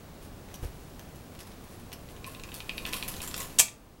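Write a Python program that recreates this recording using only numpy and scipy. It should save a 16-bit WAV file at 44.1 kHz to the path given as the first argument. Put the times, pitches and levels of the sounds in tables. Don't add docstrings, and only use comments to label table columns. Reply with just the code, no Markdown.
import sys
import numpy as np
from scipy import signal
from scipy.fft import rfft, irfft
from scipy.io import wavfile
from scipy.ndimage import uniform_filter1d

SR = 44100
rng = np.random.default_rng(int(sys.argv[2]) if len(sys.argv) > 2 else 0)


def master_out(mix):
    frames = np.transpose(np.atleast_2d(mix))
    ceiling = np.clip(frames, -1, 1)
    pcm = np.round(ceiling * 32767).astype(np.int16)
    wavfile.write(sys.argv[1], SR, pcm)


N = 176400
TIME_S = np.arange(N) / SR

# freq_hz, density_db
LINK_SPECTRUM = [(400,-10),(1000,-1.5),(1600,-3),(2600,-1),(3800,-0.5),(5200,-4),(8000,-4),(11000,-1),(14000,-5.5),(16000,-15)]


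def from_db(db):
    return 10 ** (np.asarray(db) / 20)


def unit_rms(x):
    return x / np.sqrt(np.mean(x ** 2) + 1e-20)


def envelope(points):
    return from_db(np.interp(TIME_S, *np.transpose(points)))


def at_hz(points, hz):
    freq_hz, values = np.transpose(points)
    return np.interp(np.log(np.maximum(hz, 1)), np.log(freq_hz), values)


def coloured(x, spectrum):
    gain = from_db(at_hz(spectrum, np.fft.rfftfreq(len(x), 1 / SR)))
    return unit_rms(irfft(rfft(x) * gain, len(x)))


def noise(spectrum, size=N):
    return coloured(rng.standard_normal(size), spectrum)


def decay(t60_s, size):
    return np.exp(-np.log(1000) * np.arange(size) / SR / t60_s)


def waver(step_s):
    knots = rng.standard_normal(2000)
    return unit_rms(np.interp(TIME_S / step_s, np.arange(len(knots)), knots))


def add(out, start_s, x):
    i = int(start_s * SR)
    out[i:i + len(x)] += x[:max(N - i, 0)]


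def clicks(start_s, level_db):
    out = np.zeros(N)
    out[(np.asarray(start_s) * SR).astype(int)] = from_db(level_db)
    return out


def resonator(x, hz, t60_s):
    radius, angle = from_db(-60 / (t60_s * SR)), 2 * np.pi * hz / SR
    return signal.lfilter([0, np.sin(angle)], [1, -2 * radius * np.cos(angle), radius ** 2], x + 1e-18)


def body(x, modes):
    return sum(from_db(db) * resonator(x, hz, t60_s) for hz, db, t60_s in modes)


def contact(spectrum, t60_s):
    burst = noise(spectrum, size=2048) * decay(t60_s, size=2048)
    return burst / np.linalg.norm(burst)


def grains(rate_hz, size=N, spread_db=4):
    impulses = (rng.random(size) < rate_hz / SR) * rng.choice([-1, 1], size)
    return impulses * from_db(spread_db * np.clip(rng.standard_normal(size), -2, 2))


def room_noise():
    # freq_hz, density_db
    spectrum = [(12, -30.5), (20, 0.5), (76, 1), (174, -2), (199, -3), (278, -4), (357, -7), (774, -12.5),
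                (966, -16), (1110, -16.5), (1270, -18), (1930, -22.5), (15000, -33.5)]
    return from_db(-47) * noise(spectrum)


def picture_tube_whine(pitch_hz=15734, rms_db=-68):
    return from_db(rms_db) * np.sqrt(2) * np.sin(2 * np.pi * pitch_hz * TIME_S)


def arm_rumble():
    # time_s, level_db
    movement = [(0,-63),(2.2,-56.5),(2.6,-47.5),(3.05,-44.5),(3.4,-47),(3.7,-50.5),(4,-68)]
    # freq_hz, density_db
    spectrum = [(20,-2),(35,1),(60,-14),(160,-9),(400,-17),(1000,-23.5),(4000,-35.5)]
    return envelope(movement) * noise(spectrum)


def running_chain(run_gain_db=-4.5):
    # time_s, level_db
    run = [(0.0, -72), (0.78, -58.5), (1.36, -62), (1.55, -59.5), (2.02, -62), (2.83, -52), (3.03, -54),
           (3.12, -46), (3.27, -47.5), (3.4, -48.5), (3.5, -48.5), (3.56, -52.5), (3.71, -66.5), (4.0, -72)]
    # centre_s, level_db, half_width_s
    slides = [(0.241,-57.5,0.03),(.65,-52,0.025),(1.72,-65,.04),(1.8,-63,0.0084),(2.113,-60,.02)]
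    rattle = coloured(grains(rate_hz=1500), LINK_SPECTRUM)
    sliding = sum(from_db(db) * np.exp(-((TIME_S - centre_s) / half_width_s) ** 2)
                  for centre_s, db, half_width_s in slides)
    return (from_db(run_gain_db) * envelope(run) + sliding) * rattle


def slack_jingles(gain_db=13, flurry_db=-5.5, t60_s=0.0089, pivot_hz=6000, ring_half_width_hz=360):
    # start_s, level_db, flurry_t30_s, tilt_db, low_ring_hz, high_ring_hz, ring_db
    shakes = [(.487,-44,0.14,-7,2800,4800,-4),(0.541,-35,0.05,-0.5,5950,13900,11),(.9945,-35,0.019,-4.5,5800,12600,11),(1.159,-46.5,.04,7,7000,12900,7),(1.3502,-44,.02,-3,3500,11500,4),(1.39,-44,0.056,-1,3000,5100,8),(1.404,-38.5,0.07,0,5000,5270,6),(1.47,-45,0.078,-2,5000,10800,6),(1.516,-45,0.039,-5,3800,5200,11),(1.642,-47,.02,6,8000,13500,1),(1.918,-40,0.024,-5,2650,5460,15),(1.929,-30.5,0.023,2,2630,5300,10),(2.265,-36,0.17,3.5,3000,11200,6),(2.528,-44,.03,-11,2680,4200,5),(2.542,-30.5,0.092,2,3950,10500,6),(2.774,-38.5,0.061,3,11000,14000,22),(2.864,-28.5,.1,-3.5,4600,13800,5),(2.928,-27,0.2,0.5,3130,10900,6),(3.033,-35.5,0.063,1,11000,14100,2),(3.0795,-28.5,0.13,3.5,11500,12100,6.5),(3.165,-35.5,0.062,4,4100,6600,19),(3.218,-27,0.099,0,7060,10300,10),(3.275,-32,0.11,2,7300,13500,9.5),(3.364,-32.5,0.066,-0.5,7000,14000,8),(3.3775,-30,0.11,2,7640,11800,11),(3.403,-26,0.1,1,6900,13920,11.5),(3.43,-30.5,0.043,0,3300,10180,18)]
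    out, size, hz = np.zeros(N), SR // 4, np.geomspace(300, 16000, 200)
    for start_s, db, flurry_t30_s, tilt_db, low_hz, high_hz, ring_db in shakes:
        peaks = sum(1 / (1 + ((hz - ring_hz) / ring_half_width_hz) ** 2) for ring_hz in (low_hz, high_hz))
        tilt = np.tanh(2 * np.log(hz / pivot_hz))
        spectrum = np.c_[hz, at_hz(LINK_SPECTRUM, hz) + tilt_db * tilt + ring_db * peaks]
        add(out, start_s, from_db(db + gain_db) * contact(spectrum, t60_s))
        for _ in range(4):
            impacts = grains(rate_hz=180, size=size) * decay(2 * flurry_t30_s, size)
            flurry = signal.fftconvolve(impacts, contact(spectrum, t60_s))
            add(out, start_s, from_db(db + gain_db + flurry_db) * flurry)
    return out


def floor_bump(start_s=0.627, rise_s=0.0083, scuff_db=-42, scuff_t60_s=0.25):
    # pitch_hz, level_db, t60_s
    floor_modes = [(42,-26.5,0.21),(72,-24,0.16),(107,-33,0.21),(346,-32.5,0.069),(494,-34.5,0.068)]
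    # freq_hz, density_db
    scuff_spectrum = [(100,-5),(300,1),(550,-2),(1000,-11.5),(1600,-18),(2300,-13),(5000,-32)]
    age_s = np.maximum(TIME_S - start_s, 0)
    thud = body(clicks([start_s], level_db=0), floor_modes)
    scuff = from_db(scuff_db - 60 * age_s / scuff_t60_s) * noise(scuff_spectrum)
    return np.minimum(age_s / rise_s, 1) * (thud + scuff)


def pulley_ticks(ring_gain_db=-1.5, snap_gain_db=11.5, spread_db=1.5, detune_ratio=0.021):
    # start_s, ring_db, snap_db
    ticks = [(2.088,-45.5,-43),(2.1644,-44,-41.5),(2.2438,-31,-34),(2.3482,-37,-37.5),(2.3972,-39,-38),(2.4365,-36,-29.5),(2.4893,-41,-42),(2.5185,-34,-41),(2.6036,-25,-33.5),(2.6938,-20,-29.5),(2.7802,-21,-28),(2.8524,-20,-29.5),(2.9332,-18.5,-33),(3.0261,-22.5,-26),(3.14,-39,-29.5),(3.204,-30,-42),(3.3128,-39,-30),(3.342,-44,-19.5),(3.683,-32,-28)]
    # pitch_hz, level_db, t60_s
    derailleur_modes = [(1064,-27,.06),(1850,-16,.012),(2526,-3,0.015),(2860,-0.5,0.011),(3035,1,.005),(3370,-6.5,.012),(3730,-6.5,0.0125),(4770,-13,.005)]
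    # freq_hz, density_db
    snap_spectrum = [(600,-15),(1500,-4.5),(2500,-4.5),(3800,1),(5000,-4),(7000,-9.5),(9500,-14),(12000,-27),(16000,-25.5)]
    out, age_s = np.zeros(N), TIME_S[:4096]
    for start_s, ring_db, snap_db in ticks:
        for k, (hz, mode_db, t60_s) in enumerate(derailleur_modes):
            strength, detune = rng.standard_normal(2)
            pitch_hz = hz * (1 + detune_ratio * detune)
            ring = (-1) ** k * np.sin(2 * np.pi * pitch_hz * age_s) * decay(t60_s, len(age_s))
            add(out, start_s, from_db(ring_db + mode_db + ring_gain_db + spread_db * strength) * ring)
        add(out, start_s, from_db(snap_db + snap_gain_db) * contact(snap_spectrum, t60_s=0.013))
    return out


def cage_whirr(gain_db=-4.5, waver_db=3):
    # time_s, level_db
    pull = [(0,-85),(2.19,-63),(2.29,-49.5),(2.7,-60.5),(2.88,-46.5),(3.1,-55.5),(3.33,-57),(3.41,-41.5),(3.47,-57.5),(3.56,-58),(3.65,-87)]
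    # pitch_hz, level_db, t60_s
    cage_modes = [(580,0.5,.02),(1076,1.5,0.0527),(1180,-16,0.034),(1640,-1,.01),(2600,-3.5,0.024)]
    whirr = unit_rms(body(grains(rate_hz=1500), cage_modes))
    return envelope(pull) * from_db(gain_db + waver_db * waver(step_s=0.03)) * whirr


def frame_clack(crack_gain_db=11.5):
    # start_s, level_db, knock_db
    blows = [(3.5856,-15.5,-52),(3.5888,-3.5,-39.5),(3.5935,-4,-22.5),(3.5962,-0.5,-42),(3.6003,0,-22),(3.6015,-8.5,-21.5),(3.6111,-20,-45)]
    # freq_hz, density_db
    crack_spectrum = [(300,-51.5),(700,-24),(1500,-14.5),(2300,-7),(3300,-2),(5000,-12),(6900,2.5),(8400,2),(10000,-5),(12500,-5.5),(16000,-28)]
    # pitch_hz, level_db, t60_s
    knock_modes = [(469,-16,0.017),(677,-7.5,0.028),(913,-7.5,0.02),(2300,-8,0.01)]
    ring_modes = [(1176,-37,0.18),(2330,-40.5,.2),(3245,-31,.12),(4776,-46,0.25),(6330,-37,.15),(6800,-33,0.15),(7000,-23.5,.12),(7760,-30.5,.12),(8300,-37,.13),(8573,-37,.12),(9350,-35,0.14),(10017,-34.5,.15),(11350,-33.5,.13)]
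    cracks = np.zeros(N)
    for start_s, db, _ in blows:
        add(cracks, start_s, from_db(db + crack_gain_db) * contact(crack_spectrum, t60_s=0.0081))
    starts_s, blow_db, knock_db = np.transpose(blows)
    strikes = clicks(starts_s, blow_db)
    ring = sum(from_db(db) * resonator(strikes * rng.choice([-1, 1], N), hz, t60_s)
               for hz, db, t60_s in ring_modes)
    knock = body(clicks(starts_s, knock_db), knock_modes)
    return cracks + ring + knock


def room_response(predelay_s=0.003, early_db=1, early_t60_s=0.07):
    # freq_hz, t60_s
    reverb_times = [(300,.3),(1200,0.39),(3000,0.28),(7000,0.24),(14000,0.21)]
    size = SR // 2
    white, hz = rfft(rng.standard_normal(size)), np.fft.rfftfreq(size, 1 / SR)
    edges_hz = np.geomspace(100, 20000, 9)
    tail = np.zeros(size)
    for low_hz, high_hz in zip(edges_hz, edges_hz[1:]):
        band = irfft(white * (hz >= low_hz) * (hz < high_hz), size)
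        tail += band * decay(at_hz(reverb_times, np.sqrt(low_hz * high_hz)), size)
    tail *= 1 + from_db(early_db) * decay(early_t60_s, size)
    return np.r_[np.zeros(int(predelay_s * SR)), tail / np.linalg.norm(tail)]


def in_room(x, room, wet_db):
    return x + from_db(wet_db) * signal.fftconvolve(x, room)[:N]


def scene():
    room = room_response()
    background = room_noise() + picture_tube_whine() + arm_rumble() + floor_bump()
    clack = in_room(frame_clack(), room, wet_db=-3)
    ticks = in_room(pulley_ticks(), room, wet_db=-5)
    chain = in_room(running_chain() + cage_whirr() + slack_jingles(), room, wet_db=-5.5)
    return (background + clack + ticks + chain)[None]


def record(dry):
    threshold_db, slope, attack_s, release_db_per_s = -21, 0.54, 0.0385, 1
    ceiling, cutoff_hz = 0.85, 16000
    loudness_db = 10 * np.log10(np.maximum(uniform_filter1d(dry[0] ** 2, size=256), 1e-12))
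    target_db = slope * np.maximum(loudness_db - threshold_db, 0)
    release_db = release_db_per_s * TIME_S
    held_db = np.maximum.accumulate(target_db + release_db) - release_db
    pole = np.exp(-1 / (attack_s * SR))
    duck_db = signal.lfilter([1 - pole], [1, -pole], held_db)
    clipped = ceiling * np.tanh(dry * from_db(-duck_db) / ceiling)
    return signal.sosfilt(signal.ellip(10, 0.1, 80, cutoff_hz, fs=SR, output="sos"), clipped)


dry = scene()
out = record(dry)
master_out(out)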